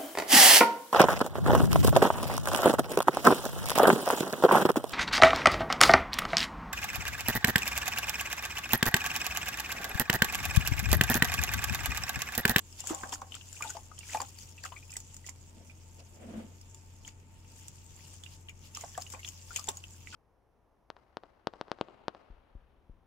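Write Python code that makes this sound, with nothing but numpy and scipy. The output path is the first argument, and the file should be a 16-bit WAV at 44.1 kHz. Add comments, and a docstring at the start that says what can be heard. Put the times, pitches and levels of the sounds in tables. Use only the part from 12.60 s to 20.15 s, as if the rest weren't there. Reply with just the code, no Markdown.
"""A machine hums while two hands crumble wet sand over a plastic bucket of water. From the start, grains
rasp between the palms and patter down. Crumbs tick, then clods plop in, leaving bubbles that ring in the
bucket. At 3 seconds the hands ease off and something is dragged in the distance. The crumbling picks up
again at about 5 seconds, with a last flurry of ticks and plops from 6 seconds on."""
import sys
import numpy as np
from scipy import signal
from scipy.fft import rfft, irfft, next_fast_len
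from scipy.io import wavfile
from scipy.ndimage import uniform_filter1d, map_coordinates

SR = 44100
rng = np.random.default_rng(int(sys.argv[2]) if len(sys.argv) > 2 else 0)


def transcribe(signal):
    """Save signal, clipped to [-1, 1], as a 16-bit WAV file at the path in sys.argv[1]."""
    frames = np.atleast_2d(signal).T
    limited = np.clip(frames, -1, 1)
    pcm = np.round(limited * 32767).astype(np.int16)
    wavfile.write(sys.argv[1], SR, pcm)


N = 332955


def amp(db):
    return 10 ** (np.asarray(db) / 20)


def unit(x):
    return x / np.sqrt(np.mean(x ** 2) + 1e-20)


def along(points, hz):
    """Read a smooth line through (Hz, value) points."""
    pitches, values = np.transpose(points)
    return np.interp(np.log(hz + 1), np.log(pitches + 1), values)


def shaped(spectrum):
    return lambda hz: amp(along(spectrum, hz))


def resonances(table):
    """A filter that rings at each (Hz, width in Hz, dB) row."""
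    return lambda f: sum((-1) ** k * amp(db) * 1j * f * width / (hz * hz - f * f + 1j * f * width)
                         for k, (hz, width, db) in enumerate(table))


def filtered(x, response):
    size = next_fast_len(N + SR // 2)
    return irfft(rfft(x, size) * response(np.fft.rfftfreq(size, 1 / SR)), size)[..., :N]


def wobble(rate):
    """A smooth curve through `rate` random values a second."""
    return map_coordinates(rng.standard_normal(int(N * rate / SR) + 4), [np.arange(N) * rate / SR])


def panned(x, pan_db):
    """Make stereo: pan is how much louder the left side is."""
    return np.array([x * amp(pan_db / 2), x * amp(-pan_db / 2)])


def add(track, start, sound):
    part = track[:, round(start * SR):][:, :sound.shape[1]]
    part += sound[:, :part.shape[1]]


def patchy(x, depth_db):
    """Make random patches of pitch and time louder or softer."""
    spectrum = signal.stft(x, nperseg=256)[2]
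    patches = uniform_filter1d(rng.standard_normal(spectrum.shape[1:]), size=9, axis=0)
    patches = unit(uniform_filter1d(patches, size=14, axis=1))
    return unit(signal.istft(spectrum * amp(depth_db * patches), nperseg=256)[1][:, :N])


def swells(rows, edge_db):
    """A loudness curve of overlapping swells, each edge_db down at its ends."""
    t = np.arange(0, N, 64) / SR
    power = sum(amp(2 * (db - edge_db * np.maximum((peak - t) / rise, (t - peak) / fall)))
                for peak, rise, fall, db in rows)
    return np.interp(np.arange(N) / SR, t, np.sqrt(power))


def bursts(table, rise_share, edge_db):
    """One curve of swells for each of a table's two levels."""
    return [swells([(peak, rise_share * length, (1 - rise_share) * length, levels[k])
                    for peak, length, *levels in table], edge_db) for k in (0, 1)]


# Each row: pitch in Hz, how alike left and right are (1 is identical).
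LIKENESS = [(60, 0.59), (240, 0.88), (950, 0.093), (3770, 0.0083), (15000, 0.016)]

def rush(response, grain_db=0., grain_rate=400):
    """Stereo noise, more alike in the bass; grains are quick flickers of level."""
    def colour(hz):
        angle = np.arccos(along(LIKENESS, hz)) / 2
        return response(hz) * [np.cos(angle), np.sin(angle)]
    noise = rng.standard_normal((2, N)) * amp(grain_db * wobble(grain_rate))
    mid, side = filtered(noise, colour)
    return unit(np.array([mid + side, mid - side]))


# The steady air. Each row: pitch in Hz, relative strength in dB.
AIR_SPECTRUM = [(13, -52), (22, -10.5), (42, -3), (65, -12.5), (125, -9), (175, -15), (313, -20.5),
                (576, -27), (921, -30), (1650, -36), (2600, -32.5), (4220, -47), (6570, -42), (15100, -54),
                (16400, -80)]

def machine_and_air(hum_hz=88.6, whine_hz=895):
    """A machine's wavering hum and thin whine over the air of the place."""
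    phase = 2 * np.pi * np.cumsum(hum_hz + 0.92 * wobble(3)) / SR
    hum = np.sqrt(2) * amp(-55 + 1.2 * wobble(4)) * np.sin(phase)
    air = amp(-57) * panned(0.88, 1.0)[:, None] * rush(shaped(AIR_SPECTRUM))
    whine = amp(-72) * rush(resonances([(whine_hz, 28, 0)]))
    return panned(hum, 3.3) + air + whine


# The steady flow of grains. Each row: time in seconds, level in dB.
TRICKLE = [(0, -61), (0.4, -51), (0.67, -62.5), (1.0, -51), (1.3, -62.5), (1.6, -59), (2.5, -60),
           (2.8, -64), (4.35, -63.5), (4.65, -71.5), (5.3, -60.5), (5.95, -68), (6.3, -55.5), (7.0, -57.5),
           (7.55, -60)]
# Squeezes that shed sand. Each row: peak time and length in seconds, rasp and patter levels in dB.
SQUEEZES = [(0.197, 0.032, -43.5, -48), (0.296, 0.15, -41, -49), (0.54, 0.056, -40, -45),
            (0.751, 0.12, -54.5, -51), (1.09, 0.22, -47.5, -53), (1.535, 0.3, -45, -49.5),
            (1.821, 0.23, -50.5, -66), (2.06, 0.087, -50.5, -49), (2.36, 0.26, -56, -73.5),
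            (2.55, 0.1, -61, -82), (2.675, 0.07, -51, -55.5), (3.401, 0.052, -58, -57.5),
            (4.473, 0.088, -54.5, -54), (5.0, 0.55, -56, -63), (5.44, 0.3, -57.5, -61),
            (5.54, 0.2, -52.5, -61), (5.72, 0.21, -55, -60.5), (6.063, 0.14, -53, -60),
            (6.165, 0.036, -61, -45), (6.215, 0.15, -49, -58), (6.42, 0.072, -47, -61.5),
            (6.528, 0.04, -45.5, -68), (6.678, 0.18, -51.5, -61), (6.973, 0.21, -45, -53),
            (7.1, 0.06, -44, -50), (7.55, 0.17, -58, -48)]
# Grains rubbing. Each row: pitch in Hz, relative strength in dB.
RASP_SPECTRUM = [(2060, -10), (3500, -5.5), (3980, -13.5), (4860, -3), (6220, 1), (7310, 4.5), (9220, -8),
                 (15600, -13.5), (16400, -40)]
# Grains hitting water. Each row: pitch in Hz, relative strength in dB.
PATTER_SPECTRUM = [(530, -56), (900, -10), (1010, -12), (1700, -27), (2740, -4.5), (3830, -12.5),
                   (5000, -9.5), (6500, -20), (11000, -120)]

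def sand():
    """Grains rub between the palms, sprinkle the water and make it fizz."""
    trickle = amp(np.interp(np.arange(N) / SR, *np.transpose(TRICKLE)))
    shed, sprinkle = bursts(SQUEEZES, rise_share=0.5, edge_db=16.5)
    flow = np.hypot(trickle, shed)
    landing = np.hypot(amp(-9.5) * trickle, sprinkle)
    grit = patchy(rush(shaped(RASP_SPECTRUM), grain_db=2.5, grain_rate=570), depth_db=2.5)
    rasp = flow * amp(1.2 * wobble(40)) * panned(1, 1.9 + 1.3 * wobble(1.4)) * grit
    patter = landing * patchy(rush(shaped(PATTER_SPECTRUM), grain_db=3, grain_rate=230), depth_db=2.5)
    droplets = fizz(landing, low_hz=1248, spread=1.0, cycles=14, range_db=29, count=500)
    pings = fizz(landing, low_hz=4600, spread=0.8, cycles=28, range_db=26, count=900)
    pings = filtered(pings, shaped(RASP_SPECTRUM))
    return rasp + patter + amp(-13.5) * landing * droplets + amp(-13) * flow * pings


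def fizz(flow, low_hz, spread, cycles, range_db, count):
    """Tiny bubbles ring briefly and rise in pitch, crowding where the flow is strong."""
    when, pitch, size, side = rng.random((count, 4)).T[:, :, None]
    samples = np.arange(SR // 100)
    turns = low_hz * np.exp(spread * pitch) * samples / SR
    shape = amp(-60 * turns / cycles) * (1 - np.exp(-turns / 2))
    pings = shape * np.sin(2 * np.pi * turns * (1 + 0.025 * turns / cycles))
    pair = panned(amp(range_db * size ** 3) * pings, 16 * (side - .4))
    share_fallen = np.cumsum(flow ** 2) / np.sum(flow ** 2)
    places = (np.interp(when, share_fallen, np.arange(N)).astype(int) + samples).ravel()
    return unit(np.array([np.bincount(places, channel.ravel(), N)[:N] for channel in pair]))


# Falling crumbs. Each row: time in seconds, level in dB, pitch in Hz, pan in dB.
CRUMBS = [(0.1258, -44, 5400, 13), (0.2042, -26.5, 7300, 6), (0.2403, -38, 7000, 8), (0.2712, -21, 7270, 4),
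          (0.2976, -37, 7550, -3), (0.347, -26.5, 7140, 6), (0.4923, -32, 7300, 2.0),
          (0.5227, -29, 7300, 3.5), (0.5274, -31, 5610, 3), (0.5484, -39, 7000, -1),
          (0.616, -38.5, 6100, 7), (0.7513, -30.5, 7400, -1), (0.9283, -34, 7140, 5),
          (1.0234, -27, 7100, 3), (1.0384, -34, 7000, 3.5), (1.1004, -29, 6600, 0.5),
          (1.1037, -27.5, 7000, 4.0), (1.1503, -45, 7340, 4.5), (1.1677, -40, 5000, 10),
          (1.3893, -34.5, 8700, -11), (1.492, -39, 6860, 5.5), (1.515, -40, 7150, 8.5),
          (1.546, -40, 6100, 5.0), (1.573, -37, 7210, 3.0), (1.6038, -30, 4690, 2),
          (1.6163, -24.5, 7200, 1.5), (1.7868, -36.5, 4650, 8), (2.0368, -33.5, 4660, 3),
          (2.0497, -34, 7200, 8), (2.305, -36, 5200, -3), (2.3181, -35, 7220, -2), (2.3374, -35, 8300, -8),
          (2.367, -22.5, 8060, -2), (2.402, -35, 6860, 3), (2.5429, -36.5, 7160, 1.5),
          (2.566, -34.5, 6950, 1), (2.6643, -34.5, 6900, -6), (2.6923, -29.5, 7240, -4),
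          (4.0128, -41, 5350, -2), (4.1455, -38.5, 7300, 1), (4.4769, -34, 6700, 2),
          (5.0816, -33, 7840, -3), (5.3632, -46, 7560, -10), (5.6366, -43, 7100, 10),
          (5.8935, -41, 6800, 2.5), (6.149, -28.5, 5530, 0), (6.171, -29.5, 6600, -3),
          (6.21, -32, 6890, -3), (6.3767, -30, 7800, -1), (6.4205, -31.5, 5260, 8), (6.5012, -35, 7200, 10),
          (6.6755, -38, 5740, 6), (6.6868, -31, 6580, 9), (6.961, -19, 6600, 4), (6.9724, -27, 6900, 8.0),
          (6.9944, -30, 5200, 5.5), (7.0414, -36.5, 6840, 14), (7.0718, -32.5, 6960, 4.5),
          (7.0876, -17.5, 7420, 0.5), (7.1704, -31, 6600, 2.5)]

def crumb_ticks(rise_s=.006, fade_s=.010, spatter_s=.05):
    """Each crumb makes a tiny blip inside a puff of grit, then faint spatter."""
    blips, puffs = np.zeros((2, 2, N))
    t = np.arange(SR // 20) / SR - .003
    shape = np.where(t < 0, amp(60 * t / rise_s), amp(-60 * t / fade_s))
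    spatter = 0.38 * (t > 0) * amp(-60 * t / spatter_s)
    for start, db, hz, pan_db in CRUMBS:
        noise = rng.standard_normal((3, len(t)))
        gain = amp(db) * panned(0.79, pan_db)[:, None]
        phase = 2 * np.pi * hz * t + np.cumsum(0.13 * noise[2]) + rng.normal(0, 1, (2, 1))
        add(blips, start - .002, 0.88 * gain * shape * np.sin(phase))
        add(puffs, start - .002, 0.73 * gain * (shape + spatter) * noise[:2])
    return blips + filtered(puffs, shaped(RASP_SPECTRUM))


def wall_echo(x, fade_s=.08):
    """The bucket wall answers with a short, blurred echo."""
    t = np.arange(SR // 4) / SR
    tail = rng.standard_normal((2, len(t))) * amp(-60 * t / fade_s)
    delayed = np.pad(x, ((0, 0), (60, 0)))
    return signal.fftconvolve(delayed, tail / np.linalg.norm(tail[0]), axes=1)[:, :N]


# Bubbles. Each row: start in seconds, level in dB, pitch in Hz, seconds to fade by 60 dB, pan in dB.
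BUBBLES = [(0.217, -41, 2780, 0.024, 7), (0.241, -30.5, 1070, 0.0054, -2), (0.3, -30, 1310, 0.014, -9),
           (0.3075, -19, 317, 0.078, 2.5), (0.314, -40, 1260, 0.041, 14), (0.33, -39, 757, 0.068, 11),
           (0.437, -28, 1630, 0.027, 6), (0.435, -27, 1020, 0.026, -1), (0.436, -25.5, 290, 0.021, -3),
           (0.526, -29.5, 3210, 0.013, -1), (0.528, -26.5, 983, 0.026, 8), (0.531, -42.5, 294, 0.12, 7),
           (0.62, -27.5, 1064, 0.024, -1), (0.723, -31, 3000, 0.018, 5), (0.744, -35.5, 3044, 0.024, 14),
           (0.813, -38, 2980, 0.016, 7), (0.967, -44, 2650, 0.031, 10), (1.009, -30, 1120, 0.037, -5),
           (1.025, -25.5, 2340, 0.026, -1), (1.033, -41, 1462, 0.094, 10), (1.048, -35.5, 849, 0.15, 6.5),
           (1.076, -39.5, 3600, .02, 11), (1.104, -42, 1490, 0.069, 11), (1.152, -37, 660, 0.066, 1),
           (1.17, -34.5, 857, 0.042, 12), (1.317, -39.5, 1220, 0.021, 11), (1.382, -42.5, 3000, 0.021, 3),
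           (1.41, -42, 2730, 0.031, 4), (1.433, -42, 2260, 0.038, -3), (1.499, -33.5, 2010, 0.012, 4),
           (1.535, -29.5, 2680, 0.011, 1), (1.534, -39, 800, 0.016, 2), (1.549, -20.5, 822, 0.06, 2.5),
           (1.575, -32.5, 2250, 0.012, 0), (1.572, -38, 787, 0.031, 27), (1.604, -21, 1033, 0.033, 1),
           (1.618, -29.5, 792, 0.054, 10), (1.981, -43.5, 2570, 0.06, 0), (2.042, -32, 1605, 0.018, 12),
           (2.055, -30, 1220, 0.02, -10), (2.124, -43, 3000, .022, 7), (2.122, -38, 1032, 0.093, 8),
           (2.165, -39.5, 2240, 0.062, 5), (2.229, -46, 2450, 0.029, 3), (2.297, -43.5, 2550, 0.021, 5),
           (2.329, -40, 2370, 0.023, 1), (2.359, -35.5, 2040, 0.013, -5), (2.645, -49, 1920, 0.042, -1),
           (2.69, -39.5, 1007, 0.024, -2), (2.69, -39, 2160, 0.026, -6), (3.099, -47.5, 2420, 0.057, -8),
           (4.451, -40, 3100, 0.024, 4), (4.479, -42, 2190, 0.024, 1), (5.638, -39, 3470, 0.024, -10),
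           (5.664, -38, 2920, 0.022, -9), (5.888, -36, 2880, 0.023, 7), (5.896, -38.5, 2350, 0.031, -1),
           (6.174, -37.5, 1150, 0.021, -20), (6.214, -43, 2240, 0.03, -3), (6.239, -29.5, 680, 0.028, -6),
           (6.349, -43, 3220, 0.018, 8), (6.354, -44, 1650, 0.04, -7), (6.379, -29.5, 711, 0.048, 6),
           (6.379, -30, 1096, 0.031, 1), (6.417, -39.5, 4400, 0.018, -2), (6.467, -40.5, 2790, 0.034, -4),
           (6.54, -26, 1040, 0.014, 3), (6.549, -36, 2450, 0.011, 7), (6.595, -38, 2130, 0.028, -1),
           (6.633, -37, 2780, 0.015, 5), (6.649, -26.5, 3230, 0.012, 0), (6.679, -37, 2980, 0.018, 11),
           (6.908, -41.5, 1394, 0.058, 11.5), (6.962, -31.5, 2960, 0.023, 14.5),
           (6.963, -34, 2527, 0.051, 0), (6.99, -38.5, 1157, 0.066, -2), (7.081, -36.5, 805, 0.072, 3),
           (7.088, -25.5, 853, 0.031, 0), (7.086, -35, 390, 0.048, 1), (7.088, -21.5, 3620, 0.0088, -2),
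           (7.241, -32.5, 2980, 0.017, 1), (7.474, -32, 2240, 0.014, -7), (7.529, -46.5, 1410, 0.087, 10)]
# The notes of the air in the bucket. Each row: pitch in Hz, width in Hz, strength in dB.
BUCKET_NOTES = [(263, 17, -13.5), (525, 60, -15), (782, 89, -8.5), (1092, 47, -7.5), (1540, 230, -23)]

def bubble_plops():
    """Each bubble rings and creeps up in pitch; the blow that makes it also stirs the bucket's air."""
    tones, blows = np.zeros((2, 2, N))
    t = np.arange(SR // 8) / SR
    for start, db, hz, fade_s, pan_db in BUBBLES:
        # The tone quivers because the bubble is not quite round.
        quiver = np.cumsum(rng.normal(0, 0.073 * min(hz / 900, np.sqrt(hz / 900)), len(t)))
        phase = 2 * np.pi * hz * (t + rng.uniform(0.0033, 0.11) * t ** 2 / fade_s) + quiver
        side_lag = rng.normal(0, 0.48) * np.array([[1], [-1]]) * hz / 1500
        shape = amp(db - 60 * t / fade_s) * (1 - np.exp(-t * hz))
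        add(tones, start - .002, panned(1, pan_db)[:, None] * shape * np.sin(phase + side_lag))
        # Heavy clods, with low bubbles, strike hard; the deepest sink in softly.
        force = min(hz / 600, 1, (900 / hz) ** 4.1)
        splat = rng.standard_normal((3, len(t)))
        add(blows, start - .002, amp(db - 60 * t / 0.027) * force * (splat[0] + 0.36 * splat[1:]))
    ring = filtered(7.6 * blows + .5 * tones, resonances(BUCKET_NOTES))
    thud = filtered(blows, lambda hz: 1 / (1 + 1j * hz / 1300) ** 2)
    return tones + ring + 0.48 * thud


def slosh(clod_hz=1280, lag_s=0.0066, rise_s=0.038, fall_s=0.06):
    """Churning water keeps the bucket's air sounding; bigger clods churn longer."""
    churns = [(start + lag_s, rise_s, fall_s * (clod_hz / hz) ** 1.3, db - 23)
              for start, db, hz, *_ in BUBBLES if hz < clod_hz]  # clods leave the low bubbles
    return swells(churns, edge_db=29) * rush(resonances(BUCKET_NOTES), grain_db=2.5, grain_rate=90)


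# Shoves. Each row: peak time and length in seconds, boom and scrape levels in dB.
SHOVES = [(3.002, 0.22, -58.5, -60.5), (3.407, 0.072, -72, -57.5), (3.633, 0.15, -68, -50),
          (3.7, 0.13, -45, -51.5), (3.78, 0.24, -41.5, -50)]
# The dragged object's notes. Each row: pitch in Hz, width in Hz, relative strength in dB.
BOOM_NOTES = [(184, 33, -23), (226.4, 19, 30), (313, 46, -16)]
# Its scrape. Each row: pitch in Hz, relative strength in dB.
SCRAPE_SPECTRUM = [(190, -59), (330, 0.5), (372, -8), (453, -4), (679, -3), (969, -19), (2870, -21),
                   (3500, -26), (4550, -61), (7700, -120)]

def distant_drag():
    """A far object slides in shoves, with a lumpy boom and a rough scrape."""
    boom, scrape = bursts(SHOVES, rise_share=0.55, edge_db=15)
    return (boom * rush(resonances(BOOM_NOTES), grain_db=0.52, grain_rate=41)
            + scrape * rush(shaped(SCRAPE_SPECTRUM), grain_db=2.5, grain_rate=80))


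def scene():
    plops, ticks = bubble_plops(), crumb_ticks()
    echo = wall_echo(amp(-5) * plops + amp(-9) * ticks)
    return plops + ticks + echo + slosh() + sand() + distant_drag() + machine_and_air()


PORT_HZ, PORT_WIDTH_HZ, PORT_DB, TOP_HZ = 6790, 76, -2.5, 16100

def record(dry):
    """The microphone's opening lifts a narrow treble band; the very top is cut off."""
    port = resonances([(PORT_HZ, PORT_WIDTH_HZ, PORT_DB)])
    return filtered(dry, lambda hz: (1 + port(hz)) * (hz < TOP_HZ))


dry = scene()
out = record(dry)
transcribe(out)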